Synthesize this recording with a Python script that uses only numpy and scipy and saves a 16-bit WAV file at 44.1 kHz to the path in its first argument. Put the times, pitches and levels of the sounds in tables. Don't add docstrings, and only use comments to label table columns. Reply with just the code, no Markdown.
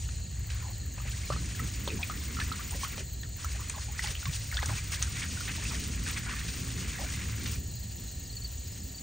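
import sys
import numpy as np
from scipy import signal
from scipy.fft import rfft, irfft, next_fast_len
from scipy.io import wavfile

SR = 44100
rng = np.random.default_rng(int(sys.argv[2]) if len(sys.argv) > 2 else 0)


def unload_audio(sound):
    columns = np.transpose(np.atleast_2d(sound))
    steps = np.round(np.clip(columns, -1, 1) * 32767)
    wavfile.write(sys.argv[1], SR, steps.astype(np.int16))


N = 397782

# (time [s], rumble level [dB], buffeting level [dB])
WIND = [(0, -35, -40), (0.9, -39, -43), (1.5, -37.5, -41.5), (2.2, -38, -43), (3.2, -39.5, -45.5),
        (3.7, -38, -46.5), (4.75, -38, -42), (5.0, -36, -41), (5.3, -37.5, -43), (7.3, -38, -43),
        (8.6, -41, -47), (9.02, -43, -49.5)]
# (time [s], length [s], level [dB])
WHOOMPHS = [(1.3, 0.12, -39), (1.6, 0.05, -34.5), (4.03, 0.084, -37.5), (4.255, 0.042, -29),
            (4.66, 0.083, -35), (7.44, 0.046, -43)]
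# (time [s], level [dB], starting pitch [Hz], first gap [s],
# second gap [s], stroke length [s], swell per stroke [dB], pitch step per stroke [Hz])
CHIRPS = [(0.1, -49, 4330, 0.055, 0.07, 0.031, 1, 2), (0.675, -49, 4340, 0.052, 0.069, 0.031, 2, 0),
          (1.253, -45, 4340, 0.048, 0.066, 0.035, 1, 0), (3.069, -48, 4280, 0.059, 0.067, 0.031, 1.5, -2),
          (3.681, -46, 4330, 0.059, 0.07, 0.023, 0.5, -3),
          (7.702, -45.5, 4330, 0.058, 0.063, 0.032, 0.5, 6), (7.742, -50, 4970, 0.025, 0.03, 0.02, 0, 0),
          (8.123, -47, 4420, 0.073, 0.13, 0.017, -1, -3),
          (8.253, -48.5, 5000, 0.074, 0.09, 0.022, 4.5, -230),
          (8.294, -40, 4430, 0.07, 0.079, 0.027, 3.5, 111), (8.67, -48, 5100, 0.06, 0.07, 0.02, -1.5, 150),
          (8.943, -42, 4720, 0.036, 0.06, 0.024, -1, 2)]
# (time [s], length [s], level [dB])
SLOW_SONGS = [(0.3, 1, -59), (3.0, 1.2, -58), (4.9, 1.3, -57.5)]
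FAST_SONGS = [(1.5, 1.53, -53), (3.9, 1.1, -56.5), (6.3, 2.7, -54)]
# (time [s], roar level [dB])
STEAM = [(0, -61), (0.8, -56), (1.3, -55.5), (2.0, -49.5), (2.95, -50.5), (3.15, -56), (4.85, -59.5),
         (5.15, -50), (6.1, -48), (7.45, -46), (7.8, -54.5), (9.02, -55)]
# (time [s], length [s], roar level [dB])
PUFFS = [(1.33, 0.15, -49.5), (1.59, 0.06, -46.5), (1.89, 0.11, -51), (2.1, 0.08, -49.5), (2.35, 0.17, -48),
         (4.66, 0.11, -49), (6.04, 0.047, -43)]
# (time [s], level [dB], pitch [Hz])
CRACKS = [(1.8763, -23.5, 3770), (2.029, -27, 3730), (2.4003, -25.5, 3800), (2.5225, -28, 3860),
          (2.7087, -25, 8000), (3.233, -35.5, 3750), (3.445, -27, 6600), (3.6966, -22, 7270),
          (4.072, -25, 4700), (4.543, -25, 4700), (4.5697, -19.5, 3670), (4.624, -28, 3650),
          (4.6587, -20.5, 7200), (5.0258, -10.5, 7010), (5.0255, -26, 3660), (5.2875, -28, 7000),
          (6.087, -21.5, 8500)]
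# (time [s], level [dB], pitch [Hz], decay [s])
SPITS = [(0.089, -40, 2100, 0.0038), (0.499, -38, 3560, 0.015), (0.976, -43, 990, 0.012),
         (1.321, -35.5, 2900, 0.015), (1.875, -42, 940, 0.02), (2.109, -38, 2500, 0.004),
         (2.399, -28.5, 1900, 0.0038), (2.841, -32.5, 2420, 0.009), (2.979, -35, 2280, 0.0039),
         (3.231, -42, 3000, 0.0033), (3.697, -33, 1900, 0.0074), (4.072, -33, 1600, 0.0046),
         (4.255, -27.5, 2400, 0.0036), (4.628, -29.5, 1800, 0.0053), (4.658, -29, 5500, 0.0046),
         (4.686, -40, 1200, 0.022), (5.016, -31.5, 2260, 0.016), (6.255, -42, 1310, 0.034),
         (6.479, -33.5, 3020, 0.019), (7.456, -32, 3160, 0.013)]
# (time [s], sizzle level [dB], splashing level [dB])
POUR = [(0, -53, -60), (0.47, -74.5, -57), (0.52, -54.5, -50.5), (0.9, -69, -59), (1.08, -52.5, -49.5),
        (2.3, -51.5, -47.5), (3.01, -52, -47), (3.06, -69, -59), (3.35, -66, -63), (3.4, -52, -48.5),
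        (4.0, -56, -50.5), (4.45, -49.5, -53), (4.85, -52, -48.5), (5.15, -48, -47.5), (5.8, -47, -49),
        (6.1, -49.5, -48), (7.38, -51.5, -48), (7.55, -48, -48), (7.59, -60.5, -63), (9.02, -61.5, -62)]
# (time [s], length [s], sizzle level [dB], splashing level [dB])
SURGES = [(1.06, 0.044, -68, -49), (2.39, 0.098, -54, -53), (2.8, 0.041, -46.5, -59),
          (2.92, 0.016, -54, -50), (3.975, 0.031, -44, -52), (4.015, 0.069, -44, -41.5),
          (4.095, 0.018, -43.5, -45), (4.32, 0.052, -47, -54), (4.68, 0.11, -49, -44.5),
          (4.91, 0.036, -44, -40.5), (5.15, 0.028, -47, -40.5), (5.18, 0.018, -48, -46),
          (5.212, 0.049, -57, -42.5), (5.395, 0.012, -49, -52), (5.472, 0.018, -58, -37),
          (5.545, 0.016, -61, -44), (5.615, 0.029, -50, -48), (5.69, 0.067, -47, -44),
          (6.055, 0.047, -49.5, -37), (6.155, 0.022, -49, -37), (6.28, 0.13, -62, -43),
          (6.8, 0.49, -57, -47)]
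# (time [s], level [dB], starting pitch [Hz], length [s])
GURGLES = [(0.522, -46, 1750, 0.12), (0.622, -42, 980, 0.09), (1.045, -45, 746, 0.028),
           (1.31, -43, 603, 0.05), (1.885, -38, 473, 0.06), (1.985, -37.5, 966, 0.04),
           (2.718, -38, 780, 0.04), (2.972, -41, 600, 0.038), (3.545, -43, 810, 0.016),
           (3.59, -38, 1340, 0.028), (3.735, -36.5, 1115, 0.053), (3.88, -39.5, 865, 0.017),
           (4.061, -45, 730, 0.056), (4.525, -44, 990, 0.04), (4.645, -37.5, 1490, 0.029),
           (4.596, -37.5, 1160, 0.032), (4.681, -28.5, 1600, 0.025), (4.696, -37, 975, 0.035),
           (4.71, -44, 1460, 0.06), (5.576, -41, 910, 0.022), (5.7, -36.5, 1300, 0.04),
           (6.051, -37, 2160, 0.068), (6.261, -31, 1760, 0.08), (6.985, -35, 843, 0.064)]
# (time [s], level [dB], bubble pitch [Hz], droplets re bubble [dB])
PLOPS = [(0.985, -34, 2470, -11), (0.999, -36, 1190, -18), (1.301, -21, 1160, -12), (1.319, -29, 1286, -2),
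         (1.36, -28.5, 1230, -15), (1.5935, -24.5, 1900, -14), (1.597, -27, 1256, -18),
         (1.878, -22, 3420, -6), (1.902, -25, 2420, -6), (2.0285, -23, 2490, -20),
         (2.032, -18.5, 2350, -20), (2.0965, -23, 1250, -13), (2.107, -31, 1300, -9),
         (2.367, -30, 1300, -6), (2.387, -24, 1260, -9), (2.4, -24.5, 2030, -6), (2.413, -22, 1670, -16),
         (2.515, -22, 1290, -11), (2.588, -36.5, 1410, 2), (2.832, -22, 1070, -14),
         (2.846, -28.5, 1220, -14), (3.232, -30, 1780, -13), (3.444, -26.5, 1280, -13),
         (3.9915, -17, 1920, -18), (4.022, -35, 1610, -10), (4.04, -29, 835, -22), (4.06, -27, 1890, -15),
         (4.151, -23, 2970, -9), (4.227, -33.5, 1390, -19), (4.265, -29.5, 1075, -17),
         (4.294, -29, 2300, -16), (4.514, -26, 2130, -9), (4.524, -24.5, 1760, -8), (4.568, -27, 1410, -26),
         (4.577, -23, 1620, -18), (4.589, -21, 1850, -21), (4.62, -27, 1980, -18), (4.629, -27, 1620, -6),
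         (5.072, -35.5, 1350, -12), (5.217, -28, 2230, 5), (5.37, -29.5, 1430, -19),
         (5.406, -28, 1380, -15), (5.489, -26, 2420, -8), (5.652, -24, 2530, -10), (6.065, -33, 1534, -6),
         (6.16, -33, 2040, -2), (6.364, -28, 1740, -11)]
# (time [s], level [dB], starting pitch [Hz])
THUDS = [(1.302, -19.5, 560), (1.876, -24, 526), (1.8757, -21, 980), (2.097, -30.5, 704), (2.979, -38, 487),
         (4.629, -24, 800), (4.636, -35, 476), (4.696, -28.5, 590), (5.012, -36, 670)]

# (frequency [Hz], gain [dB])
RUMBLE_CURVE = [(12, -40), (25, -17), (42, -7.5), (54, 5), (62, 9), (72, 4), (85, 5), (105, -16),
                (200, -78.5)]
LOW_THUMP_CURVE = [(60, -38), (90, -4), (108, 3), (140, -7.5), (180, -13.5), (350, -90)]
LAWN_CURVE = [(100, 13), (500, 4.5), (800, 1.5), (1300, -11.5), (1600, -7), (1850, 7), (2200, -32),
              (2700, 3), (3500, -1), (5500, -0.5), (9500, -24), (12500, -10), (16000, -25)]
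CHORUS_CURVE = [(3500, -36.5), (4000, -4), (4300, 0.5), (4700, -6), (5400, -32), (6200, -2.5), (6600, 0),
                (7000, 7), (7500, 4), (8050, 0), (8600, -21.5), (10500, -29)]
KATYDID_CURVE = [(10000, -32.5), (12000, -16), (13000, -9.5), (13600, -7.5), (14400, -12.5), (15000, -3),
                 (15600, -2.5), (17000, 0)]
ROAR_CURVE = [(100, -11), (165, 0), (210, -3), (265, -5), (320, -12), (480, -19), (900, -52), (2000, -60)]
SIZZLE_CURVE = [(1500, -10), (2600, -0.5), (3400, -2), (5000, 1), (6500, 3), (8200, 1.5), (9600, -2),
                (10700, -22), (12500, -16), (16000, -8.5)]
SPLASH_CURVE = [(600, -9.5), (1000, -7), (1300, -4.5), (1600, -1), (1900, 2), (2500, 0.5), (3100, -3.5),
                (4500, 0.5), (7000, -44.5)]
CHURN_CURVE = [(300, 18), (480, 0.5), (800, 12), (1000, -10), (1400, 25), (3000, -47)]
# (frequency [Hz], gain [dB])
WIDTH_CURVE = [(30, -25), (60, -23.5), (125, -15.5), (250, -11.5), (1000, -11), (1650, -6), (2200, -19),
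               (2900, -10), (3600, -13), (4300, -28), (5700, -28), (7700, -11), (8600, -14), (9800, -7),
               (10500, -34), (12100, -34), (12700, -7), (14200, -20), (15800, -8)]
# (frequency [Hz], lead of left over right [rad])
PORT_PHASE = [(2400, 0), (3300, .45), (3900, 0), (6600, 0), (7000, 1.0), (7480, 3.14), (8000, 5.8),
              (8400, 6.28), (9100, 5.9), (9700, 4.9), (10300, 3.14), (12250, 3.14), (12700, 1.6),
              (13900, 0), (14800, 0), (15700, -.9)]

CUTOFF_HZ = 15700
BURST_ATTACK_S, BURST_RELEASE_S = 0.0074, 0.012
SURGE_ATTACK_S, SURGE_RELEASE_S = 0.012, 0.016
SLOW_BEATS_PER_S, FAST_BEATS_PER_S = 12.76, 25.0
SONG_ATTACK_S, SONG_RELEASE_S, FAR_KATYDID_DB = 0.092, 0.08, -65.5
FAR_SPACING_S = 0.057
STRAY_CRACK_DB, STRAY_CRACK_HZ = 11, 6140
STRAY_PLOP_DB, STRAY_PLOP_HZ, STRAY_TRAIL_DB = 5.5, 1900, -16
TRICKLE_DB, TRICKLE_HZ = 6.5, 2200


def from_db(db):
    return 10 ** (np.asarray(db) / 20)


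def rms_one(x):
    return x / np.sqrt(np.mean(x ** 2) + 1e-20)


def gains(rows):
    times_s, *columns = np.transpose(rows)
    t = np.arange(N) / SR
    return [from_db(np.interp(t, times_s, db)) for db in columns]


def swells(rows, attack_s, release_s):
    t, power = np.arange(0, N, 40) / SR, 0
    for start_s, length_s, *db in rows:
        rise = np.clip((t - start_s) / attack_s, 0, 1)
        fall = np.exp(-np.maximum(t - start_s - length_s, 0) / release_s)
        power = power + np.outer(from_db(db), rise * fall) ** 2
    return [np.interp(np.arange(N) / SR, t, np.sqrt(p)) for p in power]


def drift(knots_per_s):
    knots = rng.standard_normal(N // 40)
    return np.interp(np.arange(N) / SR * knots_per_s, np.arange(len(knots)), knots)


def colour(x, curve):
    size = next_fast_len(N + SR // 10)
    hz, db = np.transpose(curve)
    bins_hz = np.maximum(np.fft.rfftfreq(size, 1 / SR), 1)
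    gain = from_db(np.interp(np.log(bins_hz), np.log(hz), db))
    return irfft(rfft(x, size) * gain, size)[..., :N]


def spread(mid, side):
    side = colour(side, WIDTH_CURVE)
    return np.array([mid + side, mid - side]) / np.std(mid)


def noise(curve):
    return spread(*colour(rng.standard_normal((2, N)), curve))


def add(track, start_s, sound):
    i = int(np.clip(start_s * SR, 0, N - 1))
    track[i:i + len(sound)] += sound[:N - i]


def strays(level, over_db, hz, count, spread_db=4.0, scatter=0.2):
    at = rng.integers(0, N, count)
    size, pitch = rng.standard_normal((count, 2)).T
    db = 20 * np.log10(level[at]) + over_db + spread_db * size
    return list(zip(at / SR, db, hz * np.exp(scatter * pitch)))


def bubble(hz, cycles, rise, onset_cycles=0.23):
    cycles = max(cycles, 2)
    t = np.arange(int(cycles / hz * SR)) / SR
    age = t * hz / cycles
    swell = np.minimum(t * hz / onset_cycles, 1)
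    return swell * from_db(-60 * age) * np.sin(2 * np.pi * hz * t * (1 + rise * age))


def grains(per_s, low_hz, high_hz, cycles, spread_db, clump_db, count=24):
    clumps = np.tile(from_db(clump_db * drift(45)), 2)
    at = np.flatnonzero(rng.random(2 * N) < per_s * clumps / SR)
    loudness = from_db(spread_db * np.minimum(rng.exponential(1, 2 * N), 4))
    sizes = (loudness * rng.choice([-1, 1], 2 * N))[at]
    dealt = rng.integers(0, count, 2 * N)[at]
    out = np.zeros(2 * N)
    for k, hz in enumerate(np.geomspace(low_hz, high_hz, count)):
        clicks = np.full(2 * N, 1e-18)
        clicks[at[dealt == k]] = sizes[dealt == k]
        r = np.exp(-np.log(1000) * hz / (cycles * SR))
        w = 2 * np.pi * hz / SR
        out += signal.lfilter([0, np.sin(w) * np.sqrt(hz)], [1, -2 * r * np.cos(w), r * r], clicks)
    return rms_one(out).reshape(2, N)


def outdoors(x, scatter_s=0.01, echo_db=-12.5):
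    t = np.arange(SR // 20) / SR
    paths = rng.standard_normal((2, len(t))) * np.exp(-t / scatter_s)
    echo, side = [signal.fftconvolve(x, p / np.linalg.norm(p))[:N] for p in paths]
    return x + from_db(echo_db) * echo + colour(side, WIDTH_CURVE) * [[1], [-1]]


def lawn():
    return noise(LAWN_CURVE)


def breeze(lumpy_db=1.5, lumps_per_s=6.3):
    rumble, buffet = gains(WIND)
    buffet = buffet * from_db(lumpy_db * drift(lumps_per_s))
    return rumble * noise(RUMBLE_CURVE) + buffet * noise(LOW_THUMP_CURVE)


def ground_crickets(trill_db=-7.5):
    trills = spread(*grains(570, 6410, 7140, cycles=420.0, spread_db=10.5, clump_db=-3.5, count=8))
    return noise(CHORUS_CURVE) + from_db(trill_db) * trills


def katydid(songs, beats_per_s, first_s, stroke_s, rest_db):
    t = np.arange(N) / SR
    jitter_s = 0.0015 * drift(5.5)
    age = ((t - first_s + jitter_s) % (1 / beats_per_s)) / stroke_s
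    beat = age * np.exp(1 - age) + from_db(rest_db)
    level = np.hypot(swells(songs, SONG_ATTACK_S, SONG_RELEASE_S)[0], from_db(FAR_KATYDID_DB))
    return level * rms_one(noise(KATYDID_CURVE) * beat * from_db(2.4 * drift(19)))


def field_crickets(fall=0.12, bend=1.4, attack_share=0.18,
                   far_db=-56.5, far_hz=4400, far_stroke_s=0.024, count=60):
    out = np.zeros(N)
    far = []
    for when, size, pitch in rng.random((count, 3)):
        db, hz = far_db + 4 * (size - .5), far_hz * (1 + .16 * (pitch - .5))
        far.append((when * N / SR, db, hz, FAR_SPACING_S, FAR_SPACING_S, far_stroke_s, 0, 0))
    for start_s, db, hz, gap1_s, gap2_s, length_s, swell_db, step_hz in list(CHIRPS) + far:
        age = np.linspace(0, 1, int(length_s * SR))
        shape = np.minimum(age / attack_share, 1) * np.cos(np.pi / 2 * age)
        for k, stroke_s in enumerate(np.cumsum([start_s, gap1_s, gap2_s])):
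            pitch_hz = (hz + k * step_hz) * (1 - fall * age ** bend)
            tone = np.sin(2 * np.pi * np.cumsum(pitch_hz) / SR)
            add(out, stroke_s, from_db(db + k * swell_db) * shape * tone)
    return out


def rising_steam(billow_db=3.0, billows_per_s=20.0):
    level = np.hypot(gains(STEAM)[0], swells(PUFFS, BURST_ATTACK_S, BURST_RELEASE_S)[0])
    return level * from_db(billow_db * drift(billows_per_s)) * noise(ROAR_CURVE)


def whoomphs():
    return swells(WHOOMPHS, BURST_ATTACK_S, BURST_RELEASE_S)[0] * noise(LOW_THUMP_CURVE)


def sizzle(grain_db=-6.5, jet_db=-2.0, flutter_db=2.5):
    crackle = grains(2500, 2750, 9200, cycles=8.4, spread_db=3.5, clump_db=2.0, count=12)
    hiss = from_db(grain_db) * crackle + from_db(jet_db) * rng.standard_normal((2, N))
    return spread(*colour(hiss, SIZZLE_CURVE)) * from_db(flutter_db * drift(50))


def cracks(boil, snap_s=0.0017, crumble_s=0.015, width=1.164):
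    out, t = np.zeros(N), np.arange(SR // 20) / SR
    shape = np.exp(-t / snap_s) + from_db(-15) * np.exp(-t / crumble_s)
    for start_s, db, hz in list(CRACKS) + strays(boil, STRAY_CRACK_DB, STRAY_CRACK_HZ, count=16):
        band = signal.butter(2, [hz / width, min(hz * width, SR / 3)], "band", fs=SR, output="sos")
        snap = signal.sosfilt(band, shape * rng.choice([-1, 1], len(t)))
        add(out, start_s, from_db(db) * snap / np.abs(snap).max())
    return out


def spits(width=1.9, attack_share=0.29):
    out, t = np.zeros(N), np.arange(SR // 8) / SR
    for start_s, db, hz, decay_s in SPITS:
        band = signal.butter(2, [hz / width, min(hz * width, SR / 3)], "band", fs=SR, output="sos")
        hiss = rms_one(signal.sosfilt(band, rng.standard_normal(len(t))))
        flare = np.minimum(t / (attack_share * decay_s), 1) * np.exp(-t / decay_s)
        add(out, start_s, from_db(db) * hiss * flare)
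    return out


def churning():
    pockets = grains(400, 379, 1410, cycles=18.0, spread_db=5.5, clump_db=0.5, count=12)
    return spread(*colour(pockets, CHURN_CURVE))


def gurgles(fall=0.285, scatter=0.18, bubbles_per_s=190, gain_db=0.5):
    out = np.zeros(N)
    for start_s, db, hz, length_s in GURGLES:
        count = 2 + int(bubbles_per_s * length_s)
        lateness = (np.arange(count) + rng.random(count)) / count
        for late, size in zip(lateness, rng.standard_normal(count)):
            pitch_hz = hz * np.exp(scatter * size - fall * late)
            pocket = bubble(pitch_hz, cycles=22, rise=.08, onset_cycles=3)
            add(out, start_s + late * length_s, from_db(db + gain_db) * pocket)
    return out


def trickle(splash, wander=0.062, wanders_per_s=7.0, cycles=57.5, rise=0.097):
    out, shift = np.zeros(N), np.exp(wander * drift(wanders_per_s))
    rows = strays(splash, TRICKLE_DB, TRICKLE_HZ, count=900, spread_db=2.8, scatter=0.14)
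    for start_s, db, hz in rows:
        pitch_hz = hz * shift[int(start_s * SR)]
        add(out, start_s, from_db(db) * bubble(pitch_hz, cycles, rise, onset_cycles=8.6))
    return out


def plops(splash, cycles=47.0, trail_s=0.024, scatter=0.16, rise=0.092, slap_s=0.0032, slap_db=-11.0,
          slap_attack_s=0.0012, thud_cycles=11.6, count=5):
    out, t = np.zeros(N), np.arange(SR // 20) / SR
    slap_shape = np.minimum(t / slap_attack_s, 1) * np.exp(-t / slap_s)
    lesser = [(*row, STRAY_TRAIL_DB) for row in strays(splash, STRAY_PLOP_DB, STRAY_PLOP_HZ, count=24)]
    for start_s, db, hz, trail_db in list(PLOPS) + lesser:
        band = signal.butter(1, [hz * 0.6, hz * 1.3], "band", fs=SR, output="sos")
        slap = signal.sosfilt(np.vstack([band, band]), rng.standard_normal(len(t)))
        add(out, start_s, from_db(db + slap_db) * rms_one(slap) * slap_shape)
        add(out, start_s + 0.00083, from_db(db) * bubble(hz, cycles, rise, onset_cycles=3.2))
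        for late, size in zip(rng.random(count), rng.standard_normal(count)):
            drop = bubble(hz * np.exp(scatter * size), cycles * 0.75, rise, onset_cycles=2.4)
            add(out, start_s + 0.00299 + trail_s * late, from_db(db + trail_db - 2.4 * late) * drop)
    for start_s, db, hz in THUDS:
        add(out, start_s, from_db(db) * bubble(hz, thud_cycles, rise))
    return out


def splashing():
    bubbles = grains(2800, 1010, 3670, cycles=23.5, spread_db=3.5, clump_db=3.0)
    return spread(*colour(bubbles, SPLASH_CURVE))


def pour(waver_db=0.47, wavers_per_s=10.0):
    stream = gains(POUR) * from_db(waver_db * drift(wavers_per_s))
    return np.hypot(stream, swells(SURGES, SURGE_ATTACK_S, SURGE_RELEASE_S))


def scene():
    air = breeze() + from_db(-54.5) * lawn()
    slow = katydid(SLOW_SONGS, SLOW_BEATS_PER_S, first_s=0.075, stroke_s=0.0027, rest_db=-17.0)
    fast = katydid(FAST_SONGS, FAST_BEATS_PER_S, first_s=0.031, stroke_s=0.0068, rest_db=-16.5)
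    crickets = from_db(-48.5) * ground_crickets() + outdoors(field_crickets(), echo_db=-15.0)
    insects = crickets + from_db(8.5) * (slow + fast)
    boil, splash = pour()
    coals = from_db(5.5) * boil * sizzle() + from_db(2.0) * rising_steam() + whoomphs()
    water = splash * (from_db(-2.5) * splashing() + from_db(-19.5) * churning())
    gulps = from_db(-2.5) * plops(splash) + trickle(splash) + gurgles()
    short_sounds = gulps + spits() + from_db(-1.0) * cracks(boil)
    return outdoors(short_sounds) + water + coals + insects + air


def record(dry):
    size = next_fast_len(N + SR // 10)
    phase_rad = np.interp(np.fft.rfftfreq(size, 1 / SR), *np.transpose(PORT_PHASE))
    turn = np.exp(.5j * phase_rad * [[1], [-1]])
    heard = irfft(rfft(dry, size) * turn, size)[:, :N]
    low_pass = signal.ellip(12, .1, 80, CUTOFF_HZ, fs=SR, output="sos")
    return signal.sosfilt(low_pass, heard)


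dry = scene()
out = record(dry)
unload_audio(out)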